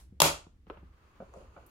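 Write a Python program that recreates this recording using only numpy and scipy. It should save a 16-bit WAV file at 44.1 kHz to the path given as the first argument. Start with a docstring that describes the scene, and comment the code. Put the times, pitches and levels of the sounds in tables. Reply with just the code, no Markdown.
"""Prying open a plastic case

A round plastic case is pried open with a small screwdriver on a wooden desk, in a small live room.
A catch lets go in a quick run of sharp snaps: bursts of noise, coloured by the shell, desk and room.
Then the blade and fingers knock, tick and scrape softly: short filtered bursts, fading tones and noise.
Under it lie a low room rumble and a faint hiss, both made of filtered noise."""
import sys
import numpy as np
from scipy import signal
from scipy.fft import rfft, irfft, next_fast_len
from scipy.io import wavfile
from scipy.ndimage import map_coordinates

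SR = 44100
rng = np.random.default_rng(int(sys.argv[2]) if len(sys.argv) > 2 else 0)


def unload_audio(sound):
    """Save the sound as a 16-bit wav file, at the path given as the first command line argument."""
    columns = np.transpose(np.atleast_2d(sound))
    # keep every value between -1 and 1, then stretch to whole-number steps
    steps = np.round(np.clip(columns, -1, 1) * 32767)
    wavfile.write(sys.argv[1], SR, steps.astype(np.int16))


N = 74970
T = np.arange(N) / SR  # time in s
M = next_fast_len(2 * N)  # filter length, with space so that tails do not wrap around
HZ = np.fft.rfftfreq(M, 1 / SR)

# Levels of snaps, clicks and ticks are relative: their functions add level_db. Colours are relative too.
# the catch breaks free: start_s, level_db, bass_cut_hz, tearing_t60_s (t60: time to fade by 60 dB)
SNAP_EVENTS = [(0.2029, 2.5, 465, 0.017), (0.2182, 5, 200.9, 0.02), (.2202, 0, 330, 0.014)]
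# broad colour of a snap: pitch_hz, level_db
SNAP_TONE = [(40, -9.5), (150, 0), (240, -5.5), (400, -5), (620, 3), (1000, -1.5), (1400, 6.5), (1650, -8),
             (2200, -1.5), (4500, -0.5), (6800, -3), (9000, -5.5), (11500, -3.5), (15000, -14)]
# resonances of the shell: pitch_hz, width_hz, level_db
SHELL_RESONANCES = [(321, 82, 10), (572, 100, 11.5), (920, 140, 9.5), (1195, 82, 6.5), (2735, 220, 1),
                    (3310, 90, 3), (6600, 320, 1), (7055, 120, 3.5), (11460, 290, -2)]
# desk and room ring on after a snap: pitch_hz, level_db, t60_s
DESK_MODES = [(56, -43, .55), (79, -39, .5), (120, -39, .28), (155, -27, .28), (303, -31, .22),
              (430, -38, .28), (548, -40, .28), (573, -37, .28), (715, -37, .25), (815, -39, .24),
              (891, -37, .22), (958, -33, .25), (1038, -39, .25), (1232, -37, .3)]
# dull knocks of blade and fingers: start_s, click_db, brightness_hz, thud_db, thud_start_hz,
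# pitch_rise_share, thud_t60_s, desk_bump_db
KNOCK_EVENTS = [(0.123, -43.5, 464, -58.5, 333, 0.22, 0.1, -41.5),
                (0.4656, -42.5, 1155, -48.5, 330, 0.028, 0.05, -46),
                (0.6686, -45, 3610, -53.5, 337, -0.037, 0.08, -47),
                (0.6998, -22, 2620, -38, 321.5, 0.57, 0.1, -46),
                (0.7718, -37.5, 2860, -56, 348, -0.26, 0.087, -51),
                (0.828, -46, 940, -51.5, 315, 0, 0.054, -44.5),
                (1.202, -31.5, 1220, -37, 519, 0, 0.068, -38.5),
                (1.222, -26, 708, -42, 587.5, -0.233, 0.067, -39),
                (1.338, -34.5, 1610, -51.5, 524.4, 0, 0.25, -59),
                (1.369, -47.5, 820, -60, 462, 0.17, 0.31, -43),
                (1.565, -34.5, 2180, -51, 540, 0.067, 0.18, -51.5),
                (1.577, -38, 2080, -52.5, 661, 0.015, 0.11, -63)]
# colour of the clicks: pitch_hz, level_db
KNOCK_TONE = [(60, -3), (200, 7), (550, 14), (900, 12), (1350, 12.5), (1800, -2), (3000, 3), (12000, -26.5)]
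# tones of the held shell: multiple_of_thud_pitch, level_db
THUD_TONES = [(.76, -10), (1, 0), (1.3, -5)]
# the blade taps the rim: start_s, level_db
RIM_TAP_EVENTS = [(1.2035, -57), (1.566, -54), (1.629, -61)]
# ringing of the rim: pitch_hz, level_db, t60_s
RIM_TONES = [(737.5, -2.5, 0.11), (1396, -5, 0.17), (1487, -6.5, 0.13), (2300, -11, 0.081)]
# thin ticks of the blade's tip: start_s, level_db, pitch_hz, t60_s
TICK_EVENTS = [(1.3385, -41, 6260, 0.0079), (1.6633, -35.5, 11560, 0.04)]
# the blade slides in the seam: peak_s, level_db, rise_s, fall_s (each a change of about 17 dB)
SCRAPE_EVENTS = [(1.365, -52, 0.045, 0.12)]
# colour of the scrape: pitch_hz, level_db
SCRAPE_TONE = [(100, -39), (350, 2), (540, 13.5), (900, -2), (1700, -49), (4500, -24), (11000, -26),
               (15000, -60)]
# fingers shift their grip and rub along the shell: time_s, level_db
RUB_LEVELS = [(.88, -80), (1.04, -70), (1.18, -68), (1.3, -66), (1.41, -60.5), (1.51, -67), (1.7, -64.5)]
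# colour of the rubbing: pitch_hz, level_db
RUB_TONE = [(100, -13.5), (330, 5), (700, -6), (1050, 2), (1400, -5.5), (1700, -22), (2600, -9),
            (3600, -22.5), (4500, -17), (5600, -28.5), (6600, -16), (8000, -29), (11000, -28), (15000, -49)]
# dull handling noise while the hands work the case: time_s, level_db
GRIP_LEVELS = [(.66, -84), (.68, -64), (.8, -70), (1.0, -69), (1.3, -68), (1.7, -70)]
# colour of the handling noise: pitch_hz, level_db
GRIP_TONE = [(60, -16), (160, -10), (300, -15.5), (480, -14.5), (750, -18.5), (1200, -8), (1650, -14.5),
             (9000, -39.5)]
# level of the low room rumble: time_s, level_db
RUMBLE_LEVELS = [(.35, -55), (.5, -60), (.88, -55.5), (1.0, -64), (1.45, -55.5), (1.7, -62)]
# colour of the rumble: pitch_hz, level_db
RUMBLE_TONE = [(20, -19), (40, -6), (65, 0), (105, -13), (300, -27), (2000, -80)]
# colour of the faint hiss: pitch_hz, level_db
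HISS_TONE = [(300, -2.5), (600, -14.5), (2000, -16.5), (15000, -33.5)]
# how long the room rings: pitch_hz, t60_s
ROOM_FADES = [(100, 0.2), (500, 0.29), (1500, 0.28), (4000, 0.27), (8000, 0.27), (14000, 0.16)]
# colour of the room: pitch_hz, level_db
ROOM_TONE = [(60, -1.5), (250, -4), (900, -4.5), (2500, -2), (7000, -5), (14000, 1)]
# how alike noise is on the two sides: pitch_hz, likeness (1 is the same, 0 unrelated)
SIDE_LIKENESS = [(100, .97), (300, .88), (600, .45), (1200, 0), (2500, 0)]

BEFORE_SNAP_S, BEFORE_SNAP_DB = .0015, -26  # a faint short burst of noise just before each snap
KNOCK_WET_DB, THUD_WET_DB = -9, -15  # share of the room
THUD_BEND_S = 0.0214  # the shell stiffens or slackens under the fingers in this time
BUMP_HZ, BUMP_T60_S = 183, 0.056  # the desk under a knock
ECHO_DB = -59.5  # the room still ringing as the scene opens
EARLY_COUNT, EARLY_SPAN_S, EARLY_DB = 14, .014, -8.5  # echoes off the desk, hands and tripod
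TAIL_SWELL_S = 0.03  # the tail after a sound swells in over about this time
LEFT_LEAD_S, LEFT_DB = .00006, -0.07  # LEFT_DB: left by this, right by its opposite
TOP_HZ = 15900  # little is kept above this pitch


def snaps(level_db=8, wet_db=-1.0, grit=3):
    """A faint short burst of noise, then a tearing burst through the shell, with an even room tail."""
    power = amp(along(SNAP_TONE)) ** 2
    for hz, width, db in SHELL_RESONANCES:
        power = power + amp(db) ** 2 / (1 + (2 * (HZ - hz) / width) ** 2)
    out = np.zeros((2, N))
    for s, db, cut_hz, t60 in SNAP_EVENTS:
        bass_cut = HZ ** 2 / (HZ ** 2 + cut_hz ** 2)
        colour = amp(db + level_db) * causal(np.sqrt(power) * bass_cut)
        tear = at(s, burst(t60, grit))
        lead_in = amp(BEFORE_SNAP_DB) * at(s - BEFORE_SNAP_S, burst(t60, grit))
        direct = near(filtered(tear + lead_in, colour))
        # the room gathers all directions, so it gets one clean push without the grit
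        clean_push = at(s, irfft(colour, M)[:N])
        out += direct + amp(wet_db) * room(clean_push)
    return out


def desk(attack_s=0.00307, spread=.25):
    """The hardest snap jolts the desk; its higher modes reach the two sides out of step."""
    hardest_s = max(SNAP_EVENTS, key=lambda row: row[1])[0]
    ring = np.zeros((2, N))
    for hz, db, t60 in DESK_MODES:
        phase = spread * hz / 500 * rng.standard_normal((2, 1))
        ring += amp(db) * fade(T, t60) * np.sin(2 * np.pi * hz * T + phase)
    return at(hardest_s, ring * (1 - np.exp(-T / attack_s)))


def knocks(level_db=8, grit=1.8, click_t60_s=0.045, attack_s=.002):
    """Soft contacts: a dulled click, a thud of the held shell that bends with the grip, a desk bump."""
    clicks, thuds = np.zeros((2, N)), np.zeros(N)
    for s, db, bright_hz, thud_db, thud_hz, rise, t60, bump_db in KNOCK_EVENTS:
        dulling = np.sqrt(1 + (HZ / bright_hz) ** 6)
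        colour = causal(amp(along(KNOCK_TONE)) / dulling)
        clicks += at(s, amp(db + level_db) * filtered(burst(click_t60_s, grit), colour))

        pitch_hz = thud_hz * (1 + rise * (1 - np.exp(-T / THUD_BEND_S)))
        cycles = np.cumsum(pitch_hz) / SR
        thud = np.zeros(N)
        for multiple, mode_db in THUD_TONES:
            thud += amp(thud_db + mode_db) * np.sin(2 * np.pi * (multiple * cycles + rng.random()))

        bump_hz = BUMP_HZ * np.exp(rng.normal(0, 0.063))  # a little different each time
        bump = amp(bump_db) * np.sin(2 * np.pi * bump_hz * T)
        body = thud * fade(T, t60) + bump * fade(T, BUMP_T60_S)
        thuds += at(s, body * (1 - np.exp(-T / attack_s)))
    return in_room(clicks, KNOCK_WET_DB) + in_room(thuds, THUD_WET_DB)


def rim():
    """Each tap rings the same few modes of the loosened rim."""
    ring = np.zeros(N)
    for s, db in RIM_TAP_EVENTS:
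        for hz, mode_db, t60 in RIM_TONES:
            ring += at(s, amp(db + mode_db) * fade(T, t60) * np.sin(2 * np.pi * hz * T))
    return in_room(ring, KNOCK_WET_DB)


def ticks(level_db=8, width=0.11, wet_db=-2):
    """The steel tip catches on the rim: a burst through a narrow peak around one pitch."""
    out = np.zeros((2, N))
    for s, db, hz, t60 in TICK_EVENTS:
        peak = 1 / np.hypot(1, (HZ / hz - 1) / width)
        bass_cut = HZ / (HZ + hz) * 2
        out += at(s, amp(db + level_db) * filtered(burst(t60, grit=5.6), causal(bass_cut * peak)))
    return in_room(out, wet_db)


def scrapes(rough_db=2, slips_per_s=160):
    """The sliding blade makes uneven friction noise that swells and dies away."""
    stroke = np.zeros(N)
    for s, db, rise, fall in SCRAPE_EVENTS:
        stroke += amp(db) * np.exp(-np.maximum((s - T) / rise, (T - s) / fall) * 2)
    return stroke * unit(diffuse(SCRAPE_TONE) * amp(rough_db * wobble(slips_per_s)))


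def rub(levels, colour, rough_db, slips_per_s):
    """Skin shifts and slides on smooth plastic: noise with an uneven level."""
    level_db = np.interp(T, *np.transpose(levels), left=-120)  # almost silent before the first point
    return amp(level_db) * unit(diffuse(colour) * amp(rough_db * wobble(slips_per_s)))


def background(echo_t60=0.24, hiss_db=-76):
    """A rumble that swells and sinks, a steady faint hiss, and the end of a bright echo in the room."""
    echo_tone = [(200, 3.5), (1200, 3.5), (2000, -1.5), (11000, -0.5), (15000, -14.0)]  # pitch_hz, level_db
    echo = diffuse(echo_tone) * fade(T, echo_t60)
    rumble = amp(np.interp(T, *np.transpose(RUMBLE_LEVELS))) * diffuse(RUMBLE_TONE)
    return rumble + amp(hiss_db) * diffuse(HISS_TONE) + amp(ECHO_DB) * echo


def in_room(x, wet_db):
    """A sound on the desk with its share of the room."""
    return near(x) + amp(wet_db) * room(x)


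def near(x):
    """The direct sound, reaching the left side slightly first, and a few near echoes."""
    delays = (.002 + EARLY_SPAN_S * rng.random((2, EARLY_COUNT))) * SR
    early = [np.bincount(d.astype(int), rng.choice([-1, 1], EARLY_COUNT), N) for d in delays]
    early = np.array(early) / np.sqrt(EARLY_COUNT)
    sides = np.array([[1], [-1]])  # left, right
    direct = np.exp(1j * np.pi * HZ * LEFT_LEAD_S * sides)
    echoes = amp(EARLY_DB) * rfft(early, M) * HZ / (HZ + 400)  # thinner in the bass
    return amp(LEFT_DB * sides) * filtered(x, direct + echoes)


def room(x):
    """The tail after a sound swells in over about 30 ms, as if a limiter recovers, then dies."""
    hz, t, z = signal.stft(diffuse([(100, 0.008), (10000, 0.0067)]), SR, nperseg=256)
    z = z * fade(t, along(ROOM_FADES, hz)[:, None])  # each pitch dies at its own speed
    tail = signal.istft(z, SR, nperseg=256)[1][:, :N]
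    swell = 1 - np.exp(-(T / TAIL_SWELL_S) ** 2)
    tail = unit(tail * swell) / np.sqrt(N)
    return filtered(x, amp(along(ROOM_TONE)) * rfft(tail, M))


def burst(t60, grit):
    """A contact of about unit energy: one push, and dying grit that scatters differently to each side."""
    x = diffuse([(100, 0.003), (10000, 0.0059)]) * fade(T, t60)
    x = grit * x / np.sqrt(np.sum(x ** 2) / 2)
    x[:, 0] += 1  # the push
    return x / np.sqrt(1 + grit ** 2)


def diffuse(colour):
    """Stereo noise, alike in the bass and unrelated in the treble."""
    turn = np.arccos(np.clip(along(SIDE_LIKENESS), -1, 1)) / 2
    shares = np.array([np.cos(turn), np.sin(turn)])
    mid, side = filtered(rng.standard_normal((2, N)), amp(along(colour)) * shares)
    return unit(np.array([mid + side, mid - side]))


def wobble(rate):
    """A smooth curve through random points, rate points a second."""
    return map_coordinates(rng.standard_normal(N // 10), [T * rate], mode="wrap")


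def amp(db):
    """Decibels to gain."""
    return 10 ** (np.asarray(db) / 20)


def unit(x):
    """Scale to an rms (average strength) of 1."""
    return x / np.sqrt(np.mean(x ** 2) + 1e-20)


def along(points, hz=HZ):
    """Read a curve of (pitch_hz, value) points on a log pitch axis."""
    f, v = np.transpose(points)
    return np.interp(np.log(hz + 1), np.log(f + 1), v)


def fade(t, t60):
    """Exponential decay, by 60 dB in t60 seconds."""
    return np.exp(-np.log(1000) * t / t60)


def filtered(x, response):
    """x shaped by a frequency response."""
    return irfft(rfft(x, M) * response, M)[..., :N]


def causal(gain):
    """The minimum-phase response with this gain: it rings only after a push, never before."""
    c = irfft(np.log(np.maximum(gain, 1e-6)), M)
    c[1:M // 2] *= 2
    c[M // 2 + 1:] = 0
    return np.exp(rfft(c))


def at(s, x):
    """x delayed to start at s seconds."""
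    delay = max(round(s * SR), 0)
    return np.pad(x, [(0, 0)] * (x.ndim - 1) + [(delay, 0)])[..., :N]


def scene():
    """All sounds at the microphone pair."""
    hands = rub(RUB_LEVELS, RUB_TONE, rough_db=1.0, slips_per_s=31)
    hands = hands + rub(GRIP_LEVELS, GRIP_TONE, rough_db=1.5, slips_per_s=50)
    return snaps() + desk() + knocks() + rim() + ticks() + scrapes() + hands + background()


def record(dry):
    """The recorder rounds off the highest peaks and cuts steeply above its band limit."""
    rounded = dry / (1 + np.abs(dry / .8) ** 6) ** (1 / 6)
    return filtered(rounded, causal(1 / np.sqrt(1 + (HZ / TOP_HZ) ** 240)))


dry = scene()
out = record(dry)
unload_audio(out)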